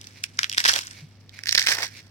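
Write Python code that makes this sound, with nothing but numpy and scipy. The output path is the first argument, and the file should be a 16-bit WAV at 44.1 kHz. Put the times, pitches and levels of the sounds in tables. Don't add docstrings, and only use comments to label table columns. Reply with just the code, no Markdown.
import sys
import numpy as np
from scipy import signal
from scipy.fft import rfft, irfft
from scipy.io import wavfile

SR = 44100
rng = np.random.default_rng(int(sys.argv[2]) if len(sys.argv) > 2 else 0)


def pcm_store(signal):
    levels = np.round(np.clip(np.atleast_2d(signal), -1, 1) * 32767)
    wavfile.write(sys.argv[1], SR, levels.astype(np.int16).T)


N = 92610

# start_s, level_db, thud_db, body_db
WALL_SNAPS = [(.2397, -16, -37, 2.5), (0.3907, -7.5, -13.5, 12.5), (0.432, -12, -10, 3),
              (0.4432, -11.5, -11, 2.5), (.4971, -18, -26, -9), (.577, -16.5, 7, 3), (.581, -5.5, -8.5, -3),
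              (.603, -13, -13, 3), (0.6409, -13.5, -6.5, -1), (0.6515, -9, 1, 1.5),
              (0.6571, -5.5, 6.5, 7.5), (0.6647, -11.5, 2, -2), (0.679, -11.5, -18, -18),
              (.686, -8.5, 12, -15), (.689, -10, -1, 6.5), (.693, -5.5, -1, -17), (.696, -10, 15, 23),
              (0.717, -17, 0.5, -11), (0.734, -16, 11, -8), (0.738, -11.5, -3, -17), (0.761, -14, 8, -3),
              (0.7893, -15.5, 15, -1), (1.4363, -24, -30, 1), (1.458, -23, -3, 4), (1.4708, -18, -9, 0),
              (1.476, -21.5, 0, -6), (1.492, -8.5, -15, -16), (1.5271, -8.5, 4, -13), (1.547, -17, 4, -12),
              (1.5503, -5, 5, -9), (1.5547, -12, 7, 2), (1.5776, -5.5, -4, -7), (1.5806, -6, 4, -12),
              (1.5849, -13, 13, 15), (1.5923, -16, 3.5, -9), (1.5956, -8.5, 1, -12), (1.6173, -14.5, 4, 5),
              (1.666, -13.5, -9, -7), (1.671, -7, -1, 5), (1.6856, -9, 7, 0), (1.6893, -10.5, 14.5, -15),
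              (1.7172, -12, 18, 3.5), (1.7856, -18, 21, 12.5), (1.83, -15.5, 20.5, 4.5)]
# start_s, level_db, ring_hz
CHIP_TICKS = [(0.014, -32, 5070), (.043, -36, 4400), (.071, -31, 5830), (0.2365, -27, 7600),
              (0.239, -18.5, 8030), (0.3735, -37.5, 6530), (0.5166, -23, 3330), (.5276, -21, 3200),
              (.535, -23.5, 3200), (0.5472, -22.5, 2410), (.571, -24, 3600), (.812, -26.5, 5700),
              (0.8702, -27, 6900), (0.911, -32, 7130), (1.294, -36, 4180), (1.39, -27.5, 2270),
              (1.487, -17, 4800), (1.5102, -18, 4800), (1.523, -15.5, 4800), (1.565, -18.5, 5100),
              (1.608, -17, 5000), (1.626, -15, 5200), (1.845, -24.5, 4500)]
# start_s, length_s, pitch_hz, level_db
PALM_KNOCKS = [(0.574, 0.0091, 326, -37), (0.685, 0.022, 88, -40.5), (1.016, 0.047, 149.4, -37.5),
               (1.549, 0.0036, 306, -35)]
# time_s, level_db
CRUMBLE_ENVELOPE = [(0, -54), (.37, -57.5), (.41, -39), (.485, -51), (.565, -42.5), (.59, -25.5),
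                    (.63, -36), (.66, -26.5), (.7, -23), (.745, -27), (.775, -25.5), (.8, -39.5),
                    (.84, -40.5), (.93, -48), (1.07, -63), (1.44, -63.5), (1.48, -34.5), (1.54, -47),
                    (1.6, -25), (1.655, -35.5), (1.68, -25.5), (1.72, -21.5), (1.76, -32.5), (1.85, -29),
                    (1.885, -47), (2.1, -60)]
PACKING_ENVELOPE = [(.56, -98), (.69, -47), (.73, -46), (.77, -37), (.83, -80), (1.66, -79.5), (1.7, -35.5),
                    (1.755, -42.5), (1.84, -37), (1.89, -75.5)]
RUB_ENVELOPE = [(.13, -62.5), (.18, -48), (.23, -62.5), (.9, -60), (.99, -46.5), (1.08, -68), (1.31, -74.5),
                (1.34, -48), (1.39, -48), (1.44, -63.5), (1.92, -57), (1.96, -45), (2.005, -44),
                (2.03, -143)]
# frequency_hz, gain_db
LEFT_MIC = [(40, -57), (300, -17.5), (800, -8.5), (1200, -5), (1600, 8), (2100, 2), (3600, 3.5), (6000, 1),
            (8800, 0), (11000, -8), (16000, -11.5)]
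RIGHT_MIC = [(40, -25.5), (300, -26.5), (800, -8.5), (1200, 0), (1680, 7.5), (2400, 4), (4000, 4),
             (5600, 10), (6600, -2), (8200, -7), (16000, -31.5)]
# frequency_hz, gain_db
SECOND_HAND_COLOUR = [(300, -1), (1200, -6), (1900, 5), (2700, 0), (3600, -1), (4200, 2.5), (5500, 1),
                      (9000, -0.5), (15000, 4.5)]
# frequency_hz, gain_db
PACKING_SPECTRUM = [(40, -36.5), (250, -7.5), (780, 7), (1200, 2), (1700, 3), (2400, 1.5), (5000, -14.5)]
SKIN_SPECTRUM = [(200, -10.5), (1300, -15), (2250, 5), (3200, -7.5), (4200, 0), (5800, -3.5), (7500, -14),
                 (16000, -23)]
AIR_SPECTRUM = [(25, -17), (55, -6.5), (130, 1), (270, -6), (400, -12.5), (1000, -21), (5600, -27),
                (7500, -51), (16000, -43.5)]
# start_s, left_lead_s, left_minus_right_db
HAND_POSITIONS = [(0, 0.0003, -1), (1.15, .00012, -4.5)]
# frequency_hz, mid_side_angle_rad
STEREO_WIDTH = [(300, 0.33), (2500, 0.3), (7000, 0.88)]
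# frequency_hz, t60_s
ROOM_DECAY = [(2000, 0.092), (14000, 0.058)]
# pitch_hz, level_db
HUM_TONES = [(100, -54), (252, -68.5)]

THUD_HZ, BODY_HZ, CRISP_HZ, EDGE_HZ = 425, 1630, 3360, 7650
EDGE_DB, EDGE_PER_DB = -11, 0.58
RING_HZ, RING_DB, RING_OCTAVES, BODY_DB_PER_OCTAVE = 3200, 1, 0.15, 22
CREAK_S, CREAK_DB, SNAP_T60_S, TEAR_T60_S = .004, -16, .005, .014
FLAKES_PER_S, FLAKE_THINNING = 700, 0.089
CLUMPS_PER_S, CLUMP_DB, DUST_DB = 240, 4, -8
ECHO_DB, ROOM_DB, TOP_HZ = -19, -13.5, 16000


def snaps():
    out = np.zeros((2, N))
    for start_s, db, thud_db, body_db in WALL_SNAPS:
        edge_db = EDGE_DB - EDGE_PER_DB * max(db, -20)
        regions = [(THUD_HZ, thud_db), (BODY_HZ, body_db), (CRISP_HZ, 0),
                   (EDGE_HZ * 2 / 3, 0), (EDGE_HZ, edge_db)]

        def spectrum_db(hz):
            octaves = np.log2((hz + 1) / RING_HZ) + body_db / BODY_DB_PER_OCTAVE
            return along(regions, hz) + RING_DB / (1 + (octaves / RING_OCTAVES) ** 2)
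        out += fracture(start_s, db, spectrum_db)
    return out


def fracture(start_s, db, spectrum_db):
    size, before, peak_samples = 4096, 512, 48
    start = round(start_s * SR)
    t = (np.arange(size) - before) / SR
    t60_s = SNAP_T60_S + TEAR_T60_S * squeeze()[start]
    envelope_db = np.where(t < 0, CREAK_DB + 20 * t / CREAK_S, -60 * t / t60_s)
    burst = rng.standard_normal((2, size)) * amp(envelope_db)
    burst[0, before] += 3.5
    hand = int(start_s > HAND_POSITIONS[1][0])
    sound = from_hand(coloured(burst, spectrum_db(frequencies(burst))), hand)
    out = np.zeros((2, N + 2 * size))
    out[:, start:start + size] = amp(db) * unit(sound) * np.sqrt(peak_samples / size)
    return out[:, before:before + N]


def flakes():
    centres_hz = np.geomspace(1000, 12000, 8)
    density = squeeze() ** FLAKE_THINNING
    crackle = np.zeros((2, N))
    for share in np.eye(len(centres_hz)):
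        breaks = impulses(FLAKES_PER_S * density, spread_db=2) / np.sqrt(density)
        breaks = breaks * rng.choice([-1, 1], (2, N))
        band_power = along(list(zip(centres_hz, share)), frequencies(breaks))
        crackle += irfft(rfft(breaks) * np.sqrt(band_power), N)
    bunching = amp(CLUMP_DB * wobble(CLUMPS_PER_S))
    dust = amp(DUST_DB) * density * rng.standard_normal((2, N))
    crackle = bunching * (unit(crackle) + dust)
    first, second = unit(from_hand(crackle, 0)), unit(from_hand(crackle, 1))
    return envelope(CRUMBLE_ENVELOPE) * np.where(np.arange(N) / SR > HAND_POSITIONS[1][0], second, first)


def chips(fall_db_per_octave=10.5, treble_floor_db=-8.5):
    out = np.zeros((2, N))
    for start_s, db, ring_hz in CHIP_TICKS:
        def spectrum_db(hz):
            peak_db = -fall_db_per_octave * abs(np.log2((hz + 1) / ring_hz))
            return np.maximum(peak_db, np.where(hz > ring_hz, treble_floor_db, -np.inf))
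        out += fracture(start_s, db, spectrum_db)
    return out


def packed_crumbs():
    breaks = stereo(impulses(per_s=660, spread_db=2) * rng.choice([-1, 1], (2, N)))
    return envelope(PACKING_ENVELOPE) * shaped(breaks, PACKING_SPECTRUM)


def rubbing(pan_db=-4):
    slips = stereo(impulses(per_s=6000, spread_db=4) * rng.standard_normal((2, N)))
    return envelope(RUB_ENVELOPE) * shaped(slips, SKIN_SPECTRUM) * amp([[pan_db / 2], [-pan_db / 2]])


def knocks():
    out = np.zeros(N)
    for start_s, length_s, hz, db in PALM_KNOCKS:
        t = np.clip(np.arange(N) / SR - start_s, 0, length_s)
        out += amp(db) * np.sin(np.pi * t / length_s) * np.sin(2 * np.pi * hz * t)
    return out


def from_hand(pair, hand):
    hz = frequencies(pair)
    _, lead_s, pan_db = HAND_POSITIONS[hand]
    db = np.array([along(LEFT_MIC, hz) + pan_db / 2, along(RIGHT_MIC, hz) - pan_db / 2])
    db += hand * along(SECOND_HAND_COLOUR, hz)
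    lead = np.exp(1j * np.pi * hz * lead_s * np.array([[1], [-1]]))
    return irfft(rfft(coloured(stereo(pair), db)) * lead, pair.shape[-1])


def echoes(x, count=6, spread_s=.024):
    taps = np.zeros((2, SR // 4))
    for side in taps:
        delays_s = spread_s * (np.arange(count) + 1 + rng.random(count)) / count
        side[(delays_s * SR).astype(int)] = rng.choice([-1, 1], count) / np.sqrt(count)
    return signal.fftconvolve(x, taps, axes=1)[:, :N]


def kitchen(x):
    hz, t, noise = signal.stft(rng.standard_normal((2, SR // 2)), SR, nperseg=256)
    decay = amp(-60 * t / along(ROOM_DECAY, hz)[:, None])
    tail = signal.istft(noise * decay, SR, nperseg=256)[1]
    return signal.fftconvolve(x, tail / np.linalg.norm(tail[0]), axes=1)[:, :N]


def background(air_db=-56, waver_db=0.6):
    air = shaped(stereo(rng.standard_normal((2, N))), AIR_SPECTRUM)
    t = np.arange(N) / SR
    hum = sum(amp(db - waver_db * wobble(9.7)) * unit(np.sin(2 * np.pi * hz * t)) for hz, db in HUM_TONES)
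    return amp(air_db) * air + hum


def squeeze():
    crumbling = envelope(CRUMBLE_ENVELOPE)
    return crumbling / crumbling.max()


def impulses(per_s, spread_db):
    return (rng.random(N) < per_s / SR) * amp(spread_db * np.clip(rng.standard_normal(N), -2, 2))


def wobble(per_s):
    knots = np.clip(rng.standard_normal(N), -2, 2)
    return np.interp(np.arange(N) / SR * per_s, np.arange(N), knots)


def stereo(pair):
    angle = along(STEREO_WIDTH, frequencies(pair))
    mid, side = irfft(rfft(pair) * [np.cos(angle), np.sin(angle)], pair.shape[-1])
    return np.array([mid + side, mid - side])


def coloured(x, db):
    size = x.shape[-1]
    cepstrum = irfft(np.log(amp(db)), size)
    fold = 1 + np.sign(size / 2 - np.arange(size))
    fold[0] = 1
    return irfft(rfft(x) * np.exp(rfft(cepstrum * fold)), size)


def shaped(x, spectrum):
    return unit(coloured(x, along(spectrum, frequencies(x))))


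def envelope(rows):
    return amp(np.interp(np.arange(N) / SR, *np.transpose(rows)))


def along(points, hz):
    points_hz, values = np.transpose(points)
    return np.interp(np.log(hz + 1), np.log(points_hz + 1), values)


def frequencies(x):
    return np.fft.rfftfreq(x.shape[-1], 1 / SR)


def amp(db):
    return 10 ** (np.asarray(db) / 20)


def unit(x):
    return x / np.sqrt(np.mean(x ** 2) + 1e-20)


def scene():
    shells = snaps() + chips() + flakes() + packed_crumbs() + rubbing()
    reflections = amp(ECHO_DB) * echoes(shells) + amp(ROOM_DB) * kitchen(shells)
    return shells + reflections + knocks() + background()


def record(dry):
    rounded = dry / (1 + dry ** 6) ** (1 / 6)
    return irfft(rfft(rounded) * (frequencies(dry) < TOP_HZ), N)


dry = scene()
out = record(dry)
pcm_store(out)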